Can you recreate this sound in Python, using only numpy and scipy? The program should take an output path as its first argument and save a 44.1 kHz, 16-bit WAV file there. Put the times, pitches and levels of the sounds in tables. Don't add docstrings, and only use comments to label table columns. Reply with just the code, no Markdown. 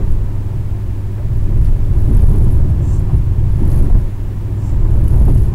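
import sys
import numpy as np
from scipy import signal
from scipy.io import wavfile
from scipy.ndimage import uniform_filter1d

SR = 44100
rng = np.random.default_rng(int(sys.argv[2]) if len(sys.argv) > 2 else 0)


def unload_audio(sound):
    columns = np.transpose(np.atleast_2d(sound))
    steps = np.round(np.clip(columns, -1, 1) * 32767)
    wavfile.write(sys.argv[1], SR, steps.astype(np.int16))


def how_loud(loudness_db):
    steps = np.asarray(loudness_db, float) / 20
    return 10 ** steps


N = 244314


def evened(x):
    return x / np.sqrt(np.mean(x ** 2) + 1e-20)


def follow(rows):
    s, *columns = np.transpose(rows)
    return [np.interp(np.arange(N) / SR, s, c) for c in columns]


def resonate(x, hz, width, order=1):
    turn = np.exp(2j * np.pi * hz * np.arange(len(x)) / SR)
    r = np.exp(-np.pi * width / SR)
    low = x * turn.conj()
    for _ in range(order):
        low = signal.lfilter([1 - r], [1, -r], low)
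    return 2 * (turn * low).real


def modes(x, table, order=1):
    total = 0
    for k, (hz, width, db) in enumerate(table):
        stretch = np.roll(x, 9001 * k)
        total = total + how_loud(db) * evened(resonate(stretch, hz, width, order))
    return total


def steadied(x, seconds):
    span = int(seconds * SR)
    power = uniform_filter1d(uniform_filter1d(x ** 2, span), span)
    return x / np.sqrt(power + 1e-9)


def hiss(spectrum, patchy_db, flicker_db):
    frames, hz = N // 128 + 5, np.fft.rfftfreq(512, 1 / SR)
    a, b, patches = rng.standard_normal((frames, 257, 3)).T
    patches = evened(uniform_filter1d(uniform_filter1d(patches, 5, 0), 20, 1))
    flicker = evened(uniform_filter1d(rng.standard_normal(frames), 6))
    f, db = np.transpose(spectrum)
    shape_db = np.interp(np.log(hz + 1), np.log(f + 1), db)[:, None]
    z = (a + 1j * b) * how_loud(shape_db + patchy_db * patches + flicker_db * flicker)
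    return evened(signal.istft(z, nperseg=512, noverlap=384)[1][:N])


def bursts(table, rise):
    length = 4000
    out, t = np.zeros(N + length), np.arange(length) / SR
    grit = rng.standard_normal((len(table), length))
    for (s, db, hz, width, t60), noise in zip(table, grit):
        ring = evened(resonate(noise, hz, width, order=2))
        ring = ring * np.minimum(t / rise, 1) * how_loud(-60 * t / t60)
        out[int(s * SR):][:length] += how_loud(db) * ring
    return out[:N]


# time in seconds, waviness in dB.
UNDULATION = [(0, -10), (.12, -11), (.32, -21.5), (1.19, -25.5), (1.36, -16.5), (1.68, -10.5), (1.88, -15),
              (2.25, -10), (2.62, -11), (2.72, -20), (3.47, -17), (3.95, -8), (4.06, -19.5), (4.6, -29.5),
              (4.8, -11.5), (5.25, -11.5), (5.45, -15), (5.54, -20)]
# time in seconds, coarseness in dB.
TEXTURE = [(0.0, -22.5), (1.13, -24), (1.36, -16), (1.53, -23), (1.56, -11), (1.77, -19.5), (1.96, -16),
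           (2.04, -16.5), (2.11, -11), (2.98, -13), (3.07, -20), (3.13, -9.5), (3.21, -15.5), (4.0, -13),
           (4.06, -28.5), (4.97, -13), (5.37, -7.5), (5.54, -16)]
# time in seconds, grit in dB.
FINE_GRIT = [(0.0, -16), (0.12, -32.5), (1.36, -35), (1.53, -27), (1.68, -33.5), (2.16, -23.5), (3.01, -27),
             (3.15, -28), (3.18, -32.5), (3.53, -32), (3.63, -24), (3.66, -24), (3.8, -21), (4.14, -35.5),
             (5.26, -22), (5.31, -25), (5.34, -29.5), (5.54, -24.5)]
# centre in Hz, usual level in dB,
# then shares of waviness, coarseness and grit in dB per dB.
SHAKEN_PARTS = [(24.7, -14, 0.87, 0.0087, 0.012), (61.5, -18, 0.15, 0.95, 0.009),
                (129, -21.5, .01, 1, 0.064), (200, -32.5, 0.044, 0.15, 0.5),
                (322.1, -35.5, 0.034, 0.029, 0.62), (700, -39.5, 0.018, .02, 0.38),
                (1800, -49.5, .02, 0.014, 0.12)]
# time in seconds, extra shaking in dB, favoured frequency in Hz.
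ROAD_BUMPS = [(.04, -7, 338), (.09, 7.5, 60), (.55, 12.5, 110), (.72, 5, 60.33), (.88, 6, 60),
              (1.18, 6, 900), (1.27, 10, 110), (1.49, 6.5, 222), (2.47, 5, 200), (1.66, 2, 1800),
              (1.93, 7, 60), (2.09, 11, 245), (2.16, 5.5, 1500), (2.239, 7.5, 50), (2.349, 9, 350),
              (2.6, -2, 99), (2.85, -1, 125), (3.1, 1, 700), (3.121, 5, 81.8), (3.619, 11.5, 256),
              (3.73, 1, 1500), (3.45, 3.5, 110), (3.72, 2, 120.8), (3.84, 6, 247), (4.84, 12, 490),
              (4.94, 8.5, 900), (5.04, -1.5, 120), (5.15, 10.5, 501), (5.249, 7.5, 62.07),
              (5.29, 10.5, 296)]


def shaking():
    usual_db = (-16, -16, -30)
    curves = (UNDULATION, TEXTURE, FINE_GRIT)
    textures = [follow(curve)[0] - usual for curve, usual in zip(curves, usual_db)]
    rise_s, fall_s, cycles, octaves = 0.017, 0.043, 0.25, 0.52
    t, swells = np.arange(N) / SR, []
    for s, db, bump_hz in ROAD_BUMPS:
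        width = np.where(t < s, rise_s, fall_s) + cycles / bump_hz
        swells.append((bump_hz, db * np.exp(-((t - s) / width) ** 2)))
    levels = []
    for hz, db, *shares in SHAKEN_PARTS:
        level = db + np.dot(shares, textures)
        for bump_hz, swell in swells:
            level = level + swell * np.exp(-(np.log2(bump_hz / hz) / octaves) ** 2)
        levels.append(level)
    return levels


# centre in Hz, width in Hz, strength in dB.
SUSPENSION = [(16.59, 9.77, 2), (26.32, 9.6, -0.5), (35.03, 9.5, -4.5), (41.83, 10.7, -6.5)]
BODY_SHELL = [(51.4, 20.5, -5.5), (62.04, 9.16, -1.5), (80.45, 16, -3)]
CABIN_AIR = [(117.4, 14.7, -4.5), (139.6, 31.7, -10.5)]
TYRE_CAVITY = [(184.6, 67, 3), (240.6, 140, -9)]
TYRE_SIDEWALL = [(283.5, 69, 4), (360, 80, 4.5), (412, 57, -12.5)]


def road(levels_db):
    tables = (SUSPENSION, BODY_SHELL, CABIN_AIR, TYRE_CAVITY, TYRE_SIDEWALL)
    rumble = 0
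    for db, table in zip(levels_db, tables):
        ringing = modes(rng.standard_normal(N), table, order=2)
        rumble = rumble + how_loud(db) * steadied(ringing, 0.12)
    return rumble


# time in seconds, push in dB, #
HARD_JOLTS = [
    (2.184, -1, 1),
    (2.256, -3, 1),
    (2.276, -2.5, -1),
    (3.918, -1, -1),
    (3.937, 1.5, 1),
    (5.265, 0, 1),
    (5.329, -1, 1),
    (5.54, -26, 1),
]


def jolted(rumble):
    t = np.arange(N) / SR
    push_s, override = 0.006, 0.6
    for s, db, way in HARD_JOLTS:
        push = np.exp(-((t - s) / push_s) ** 2)
        rumble = rumble * (1 - override * push) + way * how_loud(db) * push
    return rumble


# time in seconds, pitch in Hz, level in dB.
FIRING_NOTE = [(0, 99.8, -22.5), (.5, 100, -22), (1.2, 100, -22), (1.5, 99.8, -20), (1.7, 99.65, -22.5),
               (2.0, 100, -18), (2.4, 99.6, -20), (2.9, 99.8, -22.5), (3.2, 99.43, -19.5),
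               (3.5, 99.6, -17.5), (3.75, 99.6, -24), (4.2, 100.1, -24), (4.6, 100.4, -19.5),
               (5.0, 100.2, -21.5), (5.54, 100.7, -20.5)]


def engine():
    hz, db = follow(FIRING_NOTE)
    waver = evened(resonate(rng.standard_normal(N), 0, 0.87, order=2))
    turn = 2 * np.pi * np.cumsum(hz + 0.34 * waver) / SR
    return np.sqrt(2) * how_loud(db) * (np.sin(turn) + how_loud(-45.5) * np.sin(2 * turn))


# frequency in Hz, density in dB per Hz.
TREAD_SPECTRUM = [(240, -7), (400, 5), (426, -16), (493, -2.5), (614, -2.5), (719, -10.5), (912, -5),
                  (1420, -22), (1600, -22), (2080, -43), (3520, -120)]
WIND_SPECTRUM = [(760, -7.5), (1300, -1), (1430, -4.5), (1760, -0.5), (1900, -4.5), (2310, -5.5),
                 (6000, -21.5), (7800, -21), (13200, -120)]


def roar(tread_db, wind_db):
    abeam_s, approach_s, wake_s = 3.63, 0.1, 0.39
    t = np.arange(N) / SR - abeam_s
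    truck = np.exp(-(t / np.where(t < 0, approach_s, wake_s)) ** 2)
    tread = steadied(hiss(TREAD_SPECTRUM, 1.16, 0.27), 0.25)
    wind = steadied(hiss(WIND_SPECTRUM, 0.18, 1.0), 0.054)
    return how_loud(tread_db + 1 * truck) * tread + how_loud(wind_db + 2 * truck) * wind


# start in seconds, length in seconds, level in dB.
RATTLE_SPELLS = [(.08, 0.062, -56), (1.3, 0.24, -66), (1.602, 0.094, -53), (1.72, .3, -62),
                 (1.983, 0.15, -54.5), (2.126, 0.33, -50.5), (2.48, .12, -53), (2.661, 0.071, -61),
                 (2.97, 0.034, -59), (3.134, .06, -54), (3.513, 0.15, -56.5), (3.677, 0.16, -46),
                 (3.858, 0.2, -58), (4.873, 0.19, -57), (5.053, .17, -50), (5.235, .24, -49.5)]


def looseness():
    t = np.arange(N) / SR
    idle_db, edge_s = -78, 0.1
    level = how_loud(idle_db)
    for s, length, db in RATTLE_SPELLS:
        inside = np.minimum(t - s, s + length - t)
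        level = level + how_loud(db) * np.clip(inside / edge_s + 0.5, 0, 1)
    return level


# centre in Hz, width in Hz, strength in dB.
TRIM_MODES = [(6850, 1800, -7), (8600, 900, -7), (9900, 800, -3), (10600, 600, -2), (11200, 800, 0),
              (12300, 1800, -5), (14200, 3000, -5), (4600, 2500, -7)]


def rattle():
    unsteady = evened(resonate(rng.standard_normal(N), 0, 40.0))
    swings = np.cumsum(82.0 * how_loud(7.0 * unsteady)) / SR
    strength = how_loud(0.99 * rng.standard_normal(N // 40))[swings.astype(int)]
    clumps = 0.25 + strength * np.exp(-(swings % 1) / 0.22)
    shape = (len(TRIM_MODES), N)
    knocks = rng.standard_normal(shape) * (rng.random(shape) < 3000 / SR) * clumps
    chatter = sum(modes(k, [mode], order=2) for k, mode in zip(knocks, TRIM_MODES))
    return looseness() * steadied(chatter, 0.025)


# time in seconds, peak in dB, ring in Hz.
TRIM_TICKS = [(0.117, -36, 10900), (1.3694, -37, 11710), (1.5768, -38, 10400), (2.148, -28, 8840),
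              (2.168, -25, 11000), (2.2189, -31, 9810), (2.2384, -26, 10900), (2.2777, -35, 8260),
              (2.295, -27, 10200), (2.3186, -32, 10600), (2.3849, -35, 11200), (2.413, -39, 11160),
              (2.4423, -30, 10300), (2.5127, -29, 11410), (2.5222, -27.5, 10600), (2.5735, -36, 10600),
              (2.7018, -34, 10800), (2.9935, -30, 10860), (3.1657, -34, 10800), (3.6885, -32, 10600),
              (3.7155, -33, 11200), (3.7708, -35.5, 10900), (3.7938, -35, 10610), (5.0799, -26, 10700),
              (5.1131, -36, 10500), (5.1537, -29, 11300), (5.2515, -34, 11500), (5.2929, -38, 11000),
              (5.3482, -28, 11150), (5.436, -37, 10970)]
# time in seconds, peak in dB, ring in Hz, width in Hz, 60 dB decay in seconds.
DASH_KNOCKS = [
    (1.18, -43, 1620, 900, 0.11),
    (1.646, -45.5, 3600, 6000, 0.13),
    (2.339, -36, 690, 990, 0.18),
    (3.095, -31, 780, 570, 0.11),
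    (3.9, -27.5, 490, 530, 0.059),
    (3.8, -48.5, 14000, 900, .04),
    (3.715, -42, 5000, 7000, .03),
    (5.15, -40, 650, 700, .15),
    (5.355, -44, 8600, 1200, .08),
    (5.28, -29.5, 627.5, 710, 0.21),
]


def ticks():
    width_hz, t60_s = 1300, 0.024
    trim = [(s, db - 8.5, hz, width_hz, t60_s) for s, db, hz in TRIM_TICKS]
    return bursts(trim, 0.0013) + bursts(DASH_KNOCKS, 0.0016)


# time in seconds, level in dB, pitch in Hz.
SHORT_SQUEAKS = [
    (4.828, -52, 2870),
    (5.08, -48, 2950),
    (5.37, -49, 2950),
]


def squeaks():
    t, out = np.arange(N) / SR, 0
    for s, db, hz in SHORT_SQUEAKS:
        out = out + how_loud(db) * np.exp(-((t - s) / 0.0068) ** 2) * np.sin(2 * np.pi * hz * t)
    return out


# centre in Hz, width in Hz, strength in dB.
RUBBED_PART = [(5500, 460, -7), (5570, 200, -2), (6300, 410, 3.5), (7100, 300, 2), (8100, 270, 1),
               (6800, 1900, -2)]
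RINGING_ON = [(7450, 110, 6), (7340, 120, 2), (7260, 140, -8)]
# start in seconds, swell in seconds, top level in dB, ring-on in seconds,
# upper mode in dB against the level.
RUB_STROKES = [
    (2.8, 0.14, -51, 0.083, -3),
    (4.56, 0.12, -55, 0.33, -5),
]


def rubs():
    grain_strength = how_loud(1.4 * np.minimum(rng.exponential(1, N), 4))
    slips = rng.standard_normal(N) * grain_strength * (rng.random(N) < 6000 / SR)
    body, ring = evened(modes(slips, RUBBED_PART)), evened(modes(slips, RINGING_ON))
    top = evened(resonate(slips, 8730, 140))
    start_db, stop_s, ring_db, ring_on_db = -14, 0.045, -4, -10
    t, out = np.arange(N) / SR, np.zeros(N)
    for s, swell, db, ring_on, top_db in RUB_STROKES:
        past = np.maximum(t - s - swell, 0)
        remaining = np.clip(1 - (t - s) / swell, 0, 1)
        rising = np.clip((t - s) / 0.018, 0, 1) * how_loud(start_db * remaining ** 2)
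        stroke = rising * np.exp(-(past / stop_s) ** 2)
        after = rising * how_loud(ring_on_db) * np.exp(-(past / ring_on) ** 2)
        rubbing = body + how_loud(ring_db) * ring + how_loud(top_db) * stroke * top
        out += how_loud(db) * (stroke * rubbing + after * ring)
    return out


def scene():
    *body_db, tread_db, wind_db = shaking()
    bass = jolted(road(body_db) + engine())
    cabin = bass + roar(tread_db, wind_db) + rattle() + ticks() + squeaks() + rubs()
    return cabin[None]


def band_limit(x):
    return signal.sosfilt(signal.butter(12, 16190, fs=SR, output="sos"), x)


# frequency in Hz, density in dB per Hz.
MICROPHONE_HISS = [(2350, 4.5), (4000, 3), (6370, 2.5), (6830, 3.5), (7400, 3.5), (10800, 3.5),
                   (14800, 1.5), (15800, 3.5)]


def record(dry):
    hiss_db, clip, ceiling = -50.5, 0.69, 0.706
    noise = hiss(MICROPHONE_HISS, 0.51, 0.17)
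    overloaded = np.clip(dry + how_loud(hiss_db - 5.0) * noise, -clip, clip)
    coupled = signal.lfilter(*signal.butter(1, 1.2, "high", fs=SR), overloaded)
    converted = np.clip(coupled, -ceiling, ceiling) + how_loud(hiss_db - 6.5) * noise[::-1]
    edge = signal.firwin(801, 15790, window=("kaiser", 8), fs=SR)
    mix = signal.oaconvolve(converted, edge[None], "same")
    return band_limit(mix)


dry = scene()
out = record(dry)
unload_audio(out)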